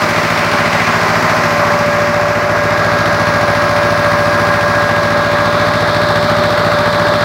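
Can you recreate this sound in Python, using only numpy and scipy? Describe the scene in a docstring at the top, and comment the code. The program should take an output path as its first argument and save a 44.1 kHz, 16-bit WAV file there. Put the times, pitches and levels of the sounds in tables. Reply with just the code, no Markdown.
"""An open field, beside the tank of an air-blast orchard sprayer driven by a tractor at working speed.
The four-cylinder diesel throbs unevenly as its firings ring the exhaust pipe, and the block knocks.
The geared fan howls on its blade tones over a roar of air, and the nozzles hiss.
The listener turns from the tractor towards the fan, so the tones swell and the hiss shifts colour."""
import sys
import numpy as np
from scipy import signal
from scipy.fft import rfft, irfft, next_fast_len
from scipy.io import wavfile
from scipy.ndimage import uniform_filter1d, minimum_filter1d, map_coordinates

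SR = 44100
rng = np.random.default_rng(int(sys.argv[2]) if len(sys.argv) > 2 else 0)


def store_pcm(level_fs):
    """Save levels as 16-bit WAV."""
    pcm = np.round(np.clip(level_fs, -1, 1) * 32767).astype(np.int16)
    wavfile.write(sys.argv[1], SR, np.atleast_2d(pcm).T)


N = 319284
T = np.arange(N) / SR

# each cylinder's accent, in firing order: pulse_db, rasp_db, knock_db
CYLINDERS = [(-1.5, -13, 13), (-2.3, -7, 8), (-27, -16, -16), (-21, -8.5, -12)]


def from_db(db):
    """Decibels to gain."""
    return 10 ** (np.asarray(db) / 20)


def unit_rms(x):
    """Scale to rms 1."""
    return x / np.sqrt(np.mean(x ** 2) + 1e-20)


def automation(rows):
    """Turn breakpoints (time_s, values...) into one curve per value, at every sample."""
    time_s, *columns = np.transpose(rows)
    return [np.interp(T, time_s, column) for column in columns]


def drift(rate_hz):
    """Smooth random wander, rms about 1."""
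    hop, settle = 40, 2000  # samples per control step, run-in steps
    pole = np.exp(-2 * np.pi * rate_hz * hop / SR)
    white = rng.standard_normal(N // hop + settle + 2)
    slow = signal.lfilter([1], [1, -2 * pole, pole * pole], white)[settle:]
    return np.interp(np.arange(N) / hop, np.arange(len(slow)), unit_rms(slow))


def noise(colour):
    """Steady turbulence of the given colour, rolling off beyond the table's ends; rms 1."""
    size = next_fast_len(N)
    hz, db = np.transpose(colour)
    bins_hz = np.maximum(np.arange(size // 2 + 1) * SR / size, 1)
    gain = from_db(np.interp(np.log(bins_hz), np.log(hz), db))
    gain *= np.minimum(bins_hz / hz[0], 1) ** 2 * np.minimum(hz[-1] / bins_hz, 1) ** 2
    white_spectrum = rfft(rng.standard_normal(size))
    return unit_rms(irfft(white_spectrum * gain, size)[:N])


def firings(cycle, cylinder_db, spread_db, jitter_s):
    """One click per firing, four to a cycle, loosened in level and timing by spread and jitter."""
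    first_firing = .215  # share of a cycle before the first cylinder fires
    stroke = np.floor(len(cylinder_db) * (cycle - first_firing)).astype(int)
    onsets = np.flatnonzero(np.diff(stroke)) + 1
    cylinder = stroke[onsets] % len(cylinder_db)
    time_scatter, level_scatter = rng.standard_normal((len(onsets), 2)).T
    onsets += np.round(jitter_s * SR * time_scatter).astype(int)
    clicks = np.zeros(N)
    clicks[np.clip(onsets, 0, N - 1)] = from_db(cylinder_db[cylinder] + spread_db * level_scatter)
    return clicks


def bursts(clicks, delay_s, rise_s, decay_s):
    """An envelope in which each click opens a short swell that dies away; rms 1."""
    for tau_s in (rise_s, decay_s):
        clicks = signal.lfilter([1], [1, -np.exp(-1 / (tau_s * SR))], clicks + 1e-18)
    return unit_rms(np.interp(T - delay_s, T, clicks))


def resonate(x, pitch_hz, width_hz):
    """One ringing resonance, gain 1 at its peak."""
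    radius = np.exp(-np.pi * width_hz / SR)
    feedforward = np.array([1, 0, -1]) * (1 - radius ** 2) / 2
    feedback = [1, -2 * radius * np.cos(2 * np.pi * pitch_hz / SR), radius ** 2]
    return signal.lfilter(feedforward, feedback, x + 1e-18)


def pipe(pulses, modes):
    """Standing waves in the exhaust; neighbouring ones reach the outlet with opposite sign."""
    return sum((-1) ** k * from_db(level_db) * resonate(pulses, pitch_hz, width_hz)
               for k, (pitch_hz, width_hz, level_db) in enumerate(modes))


def exhaust(cycle, boom_db, bark_db):
    """Two strong firings and two weak ones ring the pipe, so the engine throbs once a cycle."""
    # deep and upper resonances of pipe and silencer: pitch_hz, width_hz, level_db
    boom_modes = [(65, 37, -43), (100.4, 17.7, -31)]
    bark_modes = [(160.7, 9.7, -31), (236.5, 9.1, -33.5), (355, 39, -49)]
    # colour of the escaping gas: frequency_hz, level_db
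    rasp_colour = [(100, -15), (170, -5), (250, -11.5), (350, -1), (480, -1.5), (800, -1)]
    pulse_db, rasp_db, _ = np.transpose(CYLINDERS)
    samples_per_cycle = N / cycle[-1]
    pulses = samples_per_cycle * firings(cycle, pulse_db, spread_db=.5, jitter_s=.00012)
    # the valves open gradually and the narrow stack radiates little deep bass
    pulses = signal.sosfilt(signal.butter(4, [54, 520], "band", fs=SR, output="sos"), pulses)
    boom, bark = pipe(pulses, boom_modes), pipe(pulses, bark_modes)
    # gas tears out of the pipe behind each pulse
    releases = firings(cycle, rasp_db, spread_db=0, jitter_s=.00019)
    puffs = bursts(releases, delay_s=.0037, rise_s=.0024, decay_s=.006)
    rasp = from_db(-25) * puffs * noise(rasp_colour)
    return from_db(boom_db) * boom + from_db(bark_db) * (bark + rasp)


def diesel_clatter(cycle, level_db):
    """Combustion knock: a short bright burst from the block at each firing."""
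    # colour of the knock: frequency_hz, level_db
    knock_colour = [(600, -20), (1200, 4.5), (2000, 7), (3000, -2.5), (4500, -4), (6000, -12),
                    (8000, -18.5), (15000, -27)]
    _, _, knock_db = np.transpose(CYLINDERS)
    knocks = firings(cycle, knock_db, spread_db=.5, jitter_s=.00046)
    envelope = bursts(knocks, delay_s=.0022, rise_s=.00064, decay_s=.009)
    return from_db(level_db - 27.5) * envelope * noise(knock_colour)


def fan_tones(cycle):
    """The blades howl at multiples of the shaft rate; gusty inflow makes each tone waver."""
    # how the tones beam at the listener: time_s, blade_db, sideband_db, whistle_db, whine_db
    beam = [(0, -26, -27, -34, -36), (.6, -23, -36, -25.5, -29), (1.2, -32.5, -25, -25.5, -30),
            (1.55, -18, -32, -24.5, -28.5), (2.0, -15.5, -36, -27.5, -23.5), (2.4, -17, -31, -30, -29.5),
            (2.8, -19.5, -28, -29, -22.5), (3.4, -18.5, -32, -25, -23.5), (3.8, -17, -28, -25, -23.5),
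            (4.7, -17, -49, -25.5, -21), (5.25, -17.5, -39, -25, -22.5), (5.8, -18, -30, -28, -24),
            (6.5, -16.5, -27, -36, -30), (7.24, -16.5, -37, -27, -24.5)]
    blade_db, sideband_db, whistle_db, whine_db = automation(beam)
    turns = 2.1728 * cycle  # gearing: fan turns per engine cycle

    def tone(order, level_db, waver_db, waver_rad):
        phase = 2 * np.pi * (order * turns + rng.random()) + waver_rad * drift(rate_hz=21)
        return np.sqrt(2) * from_db(level_db + waver_db * drift(rate_hz=25)) * np.sin(phase)

    blades = tone(order=19, level_db=blade_db, waver_db=1, waver_rad=.21)
    blades += tone(order=38, level_db=blade_db - 18.5, waver_db=1, waver_rad=.12)
    whistle = tone(order=34, level_db=whistle_db, waver_db=-.3, waver_rad=.1)
    whine = tone(order=53, level_db=whine_db, waver_db=1.2, waver_rad=.15)
    # unequal blades put weak tones one shaft rate to the side
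    sidebands = tone(order=20, level_db=sideband_db, waver_db=-4, waver_rad=.22)
    sidebands += tone(order=37, level_db=blade_db - 11.5, waver_db=1, waver_rad=.44)
    return blades + whistle + whine + sidebands


def air_blast(body_db, edge_db):
    """The fan's turbulent roar as two fluttering layers: its body and its bright upper edge."""
    # colours of the rushing air: frequency_hz, level_db
    body_colour = [(60, -34), (100, -28), (190, -2.5), (280, -4.5), (380, -2), (500, -9.5), (630, 1.5),
                   (800, -0.3), (950, -0.5), (1200, 2.5), (1550, -.5), (1900, -5), (2400, -15), (3200, -50)]
    edge_colour = [(1200, -11), (1700, -6), (2000, 0.5), (2400, -2.5), (2800, -8.5), (3300, -15.5),
                   (5000, -56)]
    body = from_db(body_db + .82 * drift(rate_hz=14)) * noise(body_colour)
    edge = from_db(edge_db + .5 * drift(rate_hz=13)) * noise(edge_colour)
    return body, edge


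def nozzle_spray(jet_db, sizzle_db, mist_db):
    """Liquid torn into mist: three bands of hiss that share one light sputter."""
    # colours of jet hiss, spray sizzle and fine mist: frequency_hz, level_db
    jet_colour = [(2600, -17), (3150, -5.5), (3600, 1.5), (4300, -2), (5000, -9), (6200, -28)]
    sizzle_colour = [(3300, -9), (4200, 0), (4900, 1.5), (5700, -1.5), (6600, -7), (8000, -14),
                     (11000, -38)]
    mist_colour = [(4500, -17), (7000, -6), (8500, -1), (10000, 1), (12000, -3), (15500, -1)]
    sputter = from_db(.42 * drift(rate_hz=37))
    jets = from_db(jet_db) * noise(jet_colour)
    sizzle = from_db(sizzle_db) * noise(sizzle_colour)
    mist = from_db(mist_db) * noise(mist_colour)
    return sputter * (jets + sizzle + mist)


def tank_reflection(direct):
    """Add an echo whose path lengthens as the listener moves, sliding a comb of dips down the hiss."""
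    # glancing echo off the tank wall: time_s, delay_ms, echo_gain
    echo_path = [(0, .125, 0.03), (.6, 0.11, 0.02), (1.0, 0.16, 0.14), (1.5, 0.16, 0.2), (2.4, 0.16, 0.2),
                 (3.3, 0.18, 0.2), (4.2, 0.21, 0.16), (5.3, 0.19, 0), (6, 0.23, 0.2), (6.7, .232, 0.15),
                 (7.24, .232, 0.1)]
    delay_ms, echo_gain = automation(echo_path)
    echo = map_coordinates(direct, [np.arange(N) - delay_ms * SR / 1000], order=3)
    return direct + echo_gain * echo


def scene():
    """The crankshaft times the exhaust, the knock and the fan over a bed of air and spray."""
    # engine speed: time_s, crank_rpm
    engine_speed = [(0.0, 1688.2), (1.0, 1693.6), (2.0, 1703.3), (2.7, 1705.0), (3.8, 1700.2),
                    (4.7, 1700.9), (5.3, 1703.8), (5.9, 1713.8), (7.24, 1711.6)]
    # what reaches the listener from the engine: time_s, boom_db, bark_db, clatter_db
    engine_mix = [(0, -3.5, 0.7, 2.5), (.8, -2, 2.5, 2.5), (1.4, -2, 2.5, 3), (1.9, -2, 2, -2),
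                  (2.4, -1, -1, -3.5), (2.9, 1, 2, 1), (4.5, 1, 0.5, -0.5), (5.3, 0, 0.5, -1.5),
                  (6, 1.5, 2.5, 1.5), (7.24, -0.2, 2, 0.5)]
    # air and spray faders: time_s, roar_db, edge_db, jet_db, sizzle_db, mist_db
    flow_mix = [(0, -15.5, -21.5, -34.5, -29, -38.5), (.8, -15.5, -19.5, -32, -29, -40),
                (1.4, -14.5, -21.5, -33.5, -30, -39.5), (1.9, -17.5, -23, -35, -32.5, -42),
                (2.4, -17, -24.5, -38, -34, -43.5), (2.9, -15, -25.5, -31, -33.5, -43),
                (3.6, -16.5, -24, -33.5, -32.5, -41.5), (4.5, -15.5, -26.5, -34, -32.5, -41.5),
                (5.3, -16, -28, -29.5, -34, -43.5), (6, -16.5, -31, -28, -34.5, -44),
                (6.6, -16, -29.5, -28.5, -34.5, -43), (7.24, -16, -35, -27, -34.5, -44)]
    rpm, = automation(engine_speed)
    boom_db, bark_db, clatter_db = automation(engine_mix)
    roar_db, edge_db, jet_db, sizzle_db, mist_db = automation(flow_mix)
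    cycle = np.cumsum(rpm / 120) / SR  # two crank turns to a four-stroke cycle
    roar, roar_edge = air_blast(roar_db, edge_db)
    spray = nozzle_spray(jet_db, sizzle_db, mist_db)
    throb = exhaust(cycle, boom_db, bark_db)
    howl = fan_tones(cycle)
    clatter = diesel_clatter(cycle, clatter_db)
    return (throb + howl + roar + tank_reflection(roar_edge + spray + clatter))[None]


def record(dry):
    """A look-ahead limiter eases any peaks over its ceiling down, and a steep low-pass cuts the top."""
    ceiling, window_samples, cutoff_hz = .92, 129, 15750
    gain = np.minimum(1, ceiling / (np.abs(dry) + 1e-9))
    gain = uniform_filter1d(minimum_filter1d(gain, size=window_samples), size=window_samples)
    low_pass = signal.ellip(12, .1, 90, cutoff_hz, fs=SR, output="sos")
    return signal.sosfilt(low_pass, dry * gain)


dry = scene()
out = record(dry)
store_pcm(out)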